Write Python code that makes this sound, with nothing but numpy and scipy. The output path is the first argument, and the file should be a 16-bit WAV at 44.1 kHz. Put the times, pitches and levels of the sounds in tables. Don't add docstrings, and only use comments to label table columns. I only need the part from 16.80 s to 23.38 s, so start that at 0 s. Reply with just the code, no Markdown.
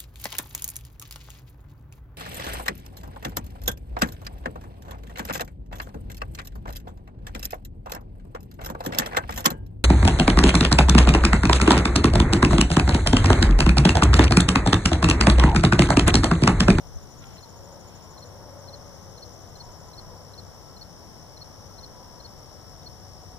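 import sys
import numpy as np
from scipy import signal
from scipy.fft import rfft, irfft, next_fast_len
from scipy.io import wavfile

SR = 44100
rng = np.random.default_rng(int(sys.argv[2]) if len(sys.argv) > 2 else 0)


def waveform_to_disk(signal):
    frames = np.transpose(np.atleast_2d(signal))
    scaled = np.clip(frames, -1, 1) * 32767
    samples = np.round(scaled).astype(np.int16)
    wavfile.write(sys.argv[1], SR, samples)


N = 290178
TIME = np.arange(N) / SR
BINS_HZ = np.maximum(np.arange(N // 2 + 1) * SR / N, 1)

# start, end and fade-in time in seconds, strokes per second, share of each
# stroke that sounds, starting pitch in Hz, fall in pitch in Hz, level in dB, left over right in dB.
TRILLS = [(-3, 7.06, 6.1, 71.8, .66, 5560, 660, -56.5, 1.7), (-.5, 7, .3, 59.8, .56, 6080, 1300, -59.5, 10),
          (1.66, 3.08, 0.56, 72.4, 0.46, 6270, 900, -59, 6.9),
          (4, 5.4, 0.83, 72.6, .45, 6200, 940, -61, 5.5), (0, 0.59, .15, 74, .45, 6170, 580, -60, 5.5),
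          (2.4, 3.4, 0.98, 68, .5, 7300, 690, -64.5, 2), (4.5, 8.3, 0.89, 89, .5, 5750, 750, -64, 7.9)]
# first and last tick in seconds, top pitch in Hz, level in dB,
# how much softer the run starts in dB.
TICK_RUNS = [(.005, 1.465, 6990, -55.2, 7.5), (1.799, 1.799, 6720, -59.5, 0),
             (1.969, 1.969, 6670, -59.5, 0), (2.072, 3.082, 6820, -59.7, 2), (.047, 2.4, 7380, -70.5, 1),
             (2.467, 3.976, 7400, -68, 0), (3.35, 5.032, 6900, -71, 0), (5.276, 6.518, 7380, -69.5, 3),
             (5.44, 6.497, 6700, -70, 3)]
# the main note's middle in seconds, top pitch in Hz and level in dB,
# then the lead note's top pitch in Hz, level in dB and length in seconds.
CHIRPS = [(.637, 4330, -51.5, 4220, -52, 0.017), (1.431, 4310, -50, 4170, -51, .013),
          (1.941, 4340, -46.8, 4250, -49, 0.021), (2.431, 4360, -47, 4220, -51.5, .015),
          (2.81, 4380, -46, 4220, -51, .015), (3.188, 4410, -46, 4160, -52, .015),
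          (3.588, 4380, -46.5, 4170, -51.5, .011), (4.022, 4420, -46, 4240, -51.5, .016),
          (4.622, 4350, -46, 4200, -50.5, .012), (5.04, 4360, -47, 4250, -49, 0.016),
          (5.456, 4410, -47, 4250, -50, .016), (6.071, 4370, -46, 3800, -57, 0.0062)]
# time when nearest in seconds, tyre level in dB.
CARS = [(1.7, -52.5), (3.15, -54.5), (5.15, -56.5)]
# start and length in seconds, pitch in Hz, peak level in dB.
BUMPS = [(0.148, .036, 52, -27)]
# start and length in seconds, pitch and its blur in Hz, level in dB.
FAR_TONES = [(0.39, 0.14, 1380, 95, -61.5), (0.645, 0.4, 942, 65, -59.5), (0.731, 0.31, 556, 62.3, -55.5),
             (1.42, 0.75, 565.5, 65, -54), (1.42, 0.32, 524, 80, -57.5), (2.1, 0.35, 540.5, 70, -60),
             (2.3, 0.48, 493, 35, -60.5), (3.2, .35, 489, 35, -63), (2.85, 0.76, 536, 99, -62.5),
             (2.751, 0.83, 999, 110, -61), (3.62, 0.39, 1340, 37, -65.5), (4.869, 0.23, 1345, 33, -65.5),
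             (5.1, 0.29, 996, 28, -59.5), (5.721, 1.097, 741, 28, -61), (1.199, 0.26, 1056, 95, -59.5),
             (1.72, 0.33, 801, 30, -66), (1.97, 0.15, 1213, 70, -63.5), (2.748, 0.26, 958, 50, -60.5),
             (5.0, 0.32, 530, 45, -61.5), (5.751, 0.2, 1320, 50, -66)]
# pitch in Hz, level in dB.
WHISTLES = [(7279, -80), (14557, -83)]

# start in seconds, length in seconds, level in dB.
RUMBLE_HEAVES = [(2.83, 0.1, -54), (3.17, 0.18, -56)]
ENGINE_PULLS = [(.95, 0.23, -59), (1.35, .62, -54), (2.12, 0.88, -54.5), (3.05, 0.72, -55.5),
                (4.65, .45, -63), (6.22, 0.13, -52)]
AIR_PUFFS = [(.03, 0.26, -45), (.39, 0.16, -47), (.74, 0.11, -50)]
LEAF_RUSTLES = [(0.405, 0.046, -58.5), (.42, 0.2, -60.3), (1.03, 0.26, -63.5)]

# frequency in Hz, relative strength in dB.
FAR_CRICKET_COLOUR = [(4100, -34), (4600, -18), (5100, -2), (5350, 11), (5650, -5), (5950, 10), (6250, -16),
                      (6800, -11), (7600, -25), (9000, -53)]
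DEEP_COLOUR = [(12, -19), (25, -6), (42, -1.5), (58, -9), (85, -11), (300, -33), (1000, -78)]
RUMBLE_COLOUR = [(35, -15.5), (62, 0.5), (80, 1.5), (95, -1), (115, -1), (135, -1), (155, -1.5), (220, -7),
                 (320, -11.5), (600, -32.5), (2000, -63)]
TYRE_COLOUR = [(200, -9), (380, -1), (530, 1.5), (750, -1), (1020, -3.5), (1300, -9), (1700, -14),
               (2200, -18), (2800, -65), (5000, -52)]
PUFF_COLOUR = [(10, -12), (25, 0), (45, 0), (70, -7), (150, -31), (600, -73)]
LEAF_COLOUR = [(900, -14), (1400, 5), (2400, 8.5), (3400, 8.5), (4500, -3), (9000, -13)]
HISS_COLOUR = [(1500, 3.2), (2600, 9), (3300, 10.4), (4500, 7.3), (8000, 5.15), (11000, 4.6), (15000, 3.1)]

# frequency in Hz, likeness (1 means the same).
LOW_LIKENESS = [(25, 0.17), (60, 0.087), (110, 0.7), (270, 0.16), (500, 0.49), (750, 0.63), (1100, 0.95)]
# frequency in Hz, depth from 0 to 1.
LIKENESS_RIPPLE = [(1200, 0.77), (2500, 1), (3600, 0.51), (5000, 0.03), (9000, 0.43), (12000, 0.3),
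                   (15000, 1)]
# frequency in Hz, left over right in dB.
TRAFFIC_BALANCE = [(25, -10), (70, 7), (400, 5.5), (740, 4), (1200, -1.5), (2100, -3), (4000, 1)]


def from_db(db):
    return 10 ** (np.asarray(db) / 20)


def rms_one(x):
    return x / np.sqrt(np.mean(x ** 2) + 1e-20)


def at_bins(points):
    hz, value = np.transpose(points)
    return np.interp(np.log(BINS_HZ), np.log(hz), value)


def drift(rate_hz):
    hop = 50
    steps = next_fast_len(N // hop + 2)
    hz = np.arange(steps // 2 + 1) * SR / hop / steps
    slow = irfft(rfft(rng.standard_normal(steps)) / (1 + (hz / rate_hz) ** 4), steps)
    return np.interp(np.arange(N) / hop, np.arange(steps), rms_one(slow))


def pan(left_db):
    gains = np.vstack([from_db(left_db / 2), from_db(-left_db / 2)])
    return gains / np.sqrt(np.mean(gains ** 2, axis=0))


def likeness(lag_s=.000385):
    ripple = -at_bins(LIKENESS_RIPPLE) * np.cos(2 * np.pi * BINS_HZ * lag_s)
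    return np.where(BINS_HZ < 1200, at_bins(LOW_LIKENESS), ripple)


def noise(colour, alike, left_db):
    shared, opposed = rfft(rng.standard_normal((2, N)))
    alike = np.clip(alike, -1, 1)
    ears = np.sqrt(1 + alike) * shared + np.sqrt(1 - alike) * opposed * [[1], [-1]]
    return rms_one(irfft(ears * pan(left_db) * from_db(at_bins(colour)), N))


def add(out, start, sound):
    at = int(np.clip(start * SR, 0, N))
    out[at:at + len(sound)] += sound[:N - at]


def swells(rows):
    out = np.zeros(N)
    for start, length, db in rows:
        add(out, start, from_db(db) * np.hanning(int(length * SR)) ** 0.23)
    return out


def garden(song, left_db, lag_s, scatter_db, tail_s):
    t = np.arange(int(.25 * SR)) / SR
    tail = rng.standard_normal((2, len(t))) * from_db(-60 * t / tail_s)
    tail /= np.sqrt(np.sum(tail ** 2, axis=1, keepdims=True))
    direct = np.array([song, np.interp(TIME - lag_s, TIME, song)])
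    scattered = signal.fftconvolve(song[None], tail, axes=1)[:, :N]
    return pan(left_db) * (direct + from_db(scatter_db) * scattered)


def trill(per_s, sounding_share, start_hz, fall_hz):
    strokes = np.cumsum(per_s * (1 + .014 * drift(4))) / SR
    progress = np.minimum(strokes % 1 / sounding_share, 1)
    hz = start_hz - fall_hz * progress ** 1.6 + 50 * drift(49.3)
    loudness = np.sin(np.pi * progress) * from_db(1.34 * drift(30))
    return rms_one(loudness * np.sin(2 * np.pi * np.cumsum(hz) / SR))


def trilling_crickets():
    out = from_db(-59.5) * noise(FAR_CRICKET_COLOUR, likeness(), left_db=6.5)
    fade_out_s = 0.54
    for start, end, fade_in_s, per_s, sounding_share, start_hz, fall_hz, db, left_db in TRILLS:
        effort = np.clip(np.minimum((TIME - start) / fade_in_s, (end - TIME) / fade_out_s), 0, 1)
        song = effort * trill(per_s, sounding_share, start_hz, fall_hz)
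        out += from_db(db) * garden(song, left_db, lag_s=.00051, scatter_db=-5.5, tail_s=0.07)
    return out


def traffic():
    steady_db, half_power_s = -52, 0.56
    passing = sum(from_db(db) ** 2 / (1 + ((TIME - nearest) / half_power_s) ** 2) for nearest, db in CARS)
    tyre_swell_db = 10 * np.log10(1 + passing / from_db(steady_db) ** 2)
    rumble_swell_db = 0.17 * tyre_swell_db
    alike, left_db = likeness(), at_bins(TRAFFIC_BALANCE)
    deep_loudness = from_db(-58 + rumble_swell_db + 1.5 * drift(2.7)) + swells(RUMBLE_HEAVES)
    deep = deep_loudness * noise(DEEP_COLOUR, alike, left_db)
    rumble = from_db(-49.5 + rumble_swell_db) * noise(RUMBLE_COLOUR, alike, left_db)
    tyres = from_db(steady_db + tyre_swell_db) * noise(TYRE_COLOUR, alike, left_db)
    return deep + rumble + tyres


def engine(firing_hz=96.2, flutter_hz=5.1, idle_db=-60.5):
    phase = 2 * np.pi * np.cumsum(firing_hz + .8 * drift(4.54)) / SR
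    paths = 1 + 0.26 * (drift(flutter_hz) + 1j * drift(flutter_hz))
    firing = rms_one(np.real(paths * np.exp(1j * phase)))
    return (from_db(idle_db) + swells(ENGINE_PULLS)) * firing * pan(7.6)


def wing_stroke(length, top_hz, crest, bend_hz, late_peak, rough, flick_hz=0):
    progress = np.linspace(0, 1, int(length * SR))
    hz = top_hz - bend_hz * (progress - crest) ** 2 - flick_hz * progress ** 8
    grip = np.interp(progress, np.linspace(0, 1, 8), rng.standard_normal(8))
    loudness = np.sqrt(np.abs(np.sin(np.pi * progress ** late_peak))) * (1 + rough * grip)
    return rms_one(loudness * np.sin(2 * np.pi * np.cumsum(hz) / SR))


def ticking_crickets():
    ticks_per_s, tick_s, warm_up_s, hz_per_db = 13.05, .021, 0.316, 41
    song = np.zeros(N)
    for first, last, hz, db, softer_db in TICK_RUNS:
        for middle in np.linspace(first, last, round((last - first) * ticks_per_s) + 1):
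            late_s, sharp_hz, extra_db = rng.standard_normal(3) * [0.0012, 25.6, 0.5]
            effort_db = -softer_db * max(1 - ((middle - first) / warm_up_s) ** 2, 0)
            top_hz = hz + hz_per_db * effort_db + sharp_hz
            note = wing_stroke(tick_s, top_hz, crest=0.423, bend_hz=1800, late_peak=1.05, rough=0.12)
            add(song, middle - tick_s / 2 + late_s, from_db(db + effort_db + extra_db) * note)
    return garden(song, left_db=16, lag_s=.00052, scatter_db=-9, tail_s=0.12)


def puffs_and_bump():
    thud = np.zeros(N)
    for start, length, hz, db in BUMPS:
        t = TIME[:int(length * SR)]
        add(thud, start, from_db(db) * np.hanning(len(t)) * np.sin(2 * np.pi * hz * t))
    puffs = swells(AIR_PUFFS) * noise(PUFF_COLOUR, alike=-1, left_db=3)
    return puffs + thud * pan(2.7) * [[1], [-1]]


def far_tones(arch=0.1178):
    out = np.zeros(N)
    for start, length, hz, blur_hz, db in FAR_TONES:
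        progress = np.linspace(0, 1, int(length * SR))
        phase = 2 * np.pi * np.cumsum(hz * (1 - arch * (progress - .55) ** 2)) / SR
        blur = (drift(blur_hz / 2) + 1j * drift(blur_hz / 2))[:len(progress)]
        tone = np.real(blur * np.exp(1j * phase))
        loudness = np.sqrt(np.abs(np.sin(np.pi * progress)))
        add(out, start, from_db(db) * rms_one(loudness * tone))
    return out * pan(3.3)


def leaves():
    grain = from_db(2.5 * drift(120))
    return swells(LEAF_RUSTLES) * grain * noise(LEAF_COLOUR, likeness(), left_db=-2)


def chirping_cricket():
    main_s, main_bend_hz, lead_bend_hz = 0.024, 750, 550
    ahead_s = 0.042
    song = np.zeros(N)
    for middle, main_hz, main_db, lead_hz, lead_db, lead_s in CHIRPS:
        lead = (middle - ahead_s - lead_s / 2, lead_s, lead_hz, lead_bend_hz, lead_db)
        main = (middle, main_s, main_hz, main_bend_hz, main_db)
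        for at, usual_s, hz, bend_hz, db in (lead, main):
            longer, deeper = rng.standard_normal(2)
            length = usual_s * np.exp(0.03 * longer)
            note = wing_stroke(length, hz, crest=0.45, bend_hz=bend_hz, late_peak=1.34, rough=0.23,
                               flick_hz=220 * np.exp(.15 * deeper))
            add(song, at - length / 2, from_db(db) * note)
    return garden(song, left_db=2.5, lag_s=.00007, scatter_db=-15, tail_s=0.07)


def scene():
    return (trilling_crickets() + traffic() + engine() + ticking_crickets()
            + puffs_and_bump() + far_tones() + leaves() + chirping_cricket())


def record(dry):
    whistles = sum(from_db(db) * rms_one(np.sin(2 * np.pi * hz * TIME)) for hz, db in WHISTLES)
    hiss = from_db(-59) * noise(HISS_COLOUR, likeness(), left_db=-0.5)
    sound = dry + hiss + whistles * pan(5)
    cutoff_hz = 15480
    return irfft(rfft(sound) / np.sqrt(1 + (BINS_HZ / cutoff_hz) ** 900), N)


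dry = scene()
out = record(dry)
waveform_to_disk(out)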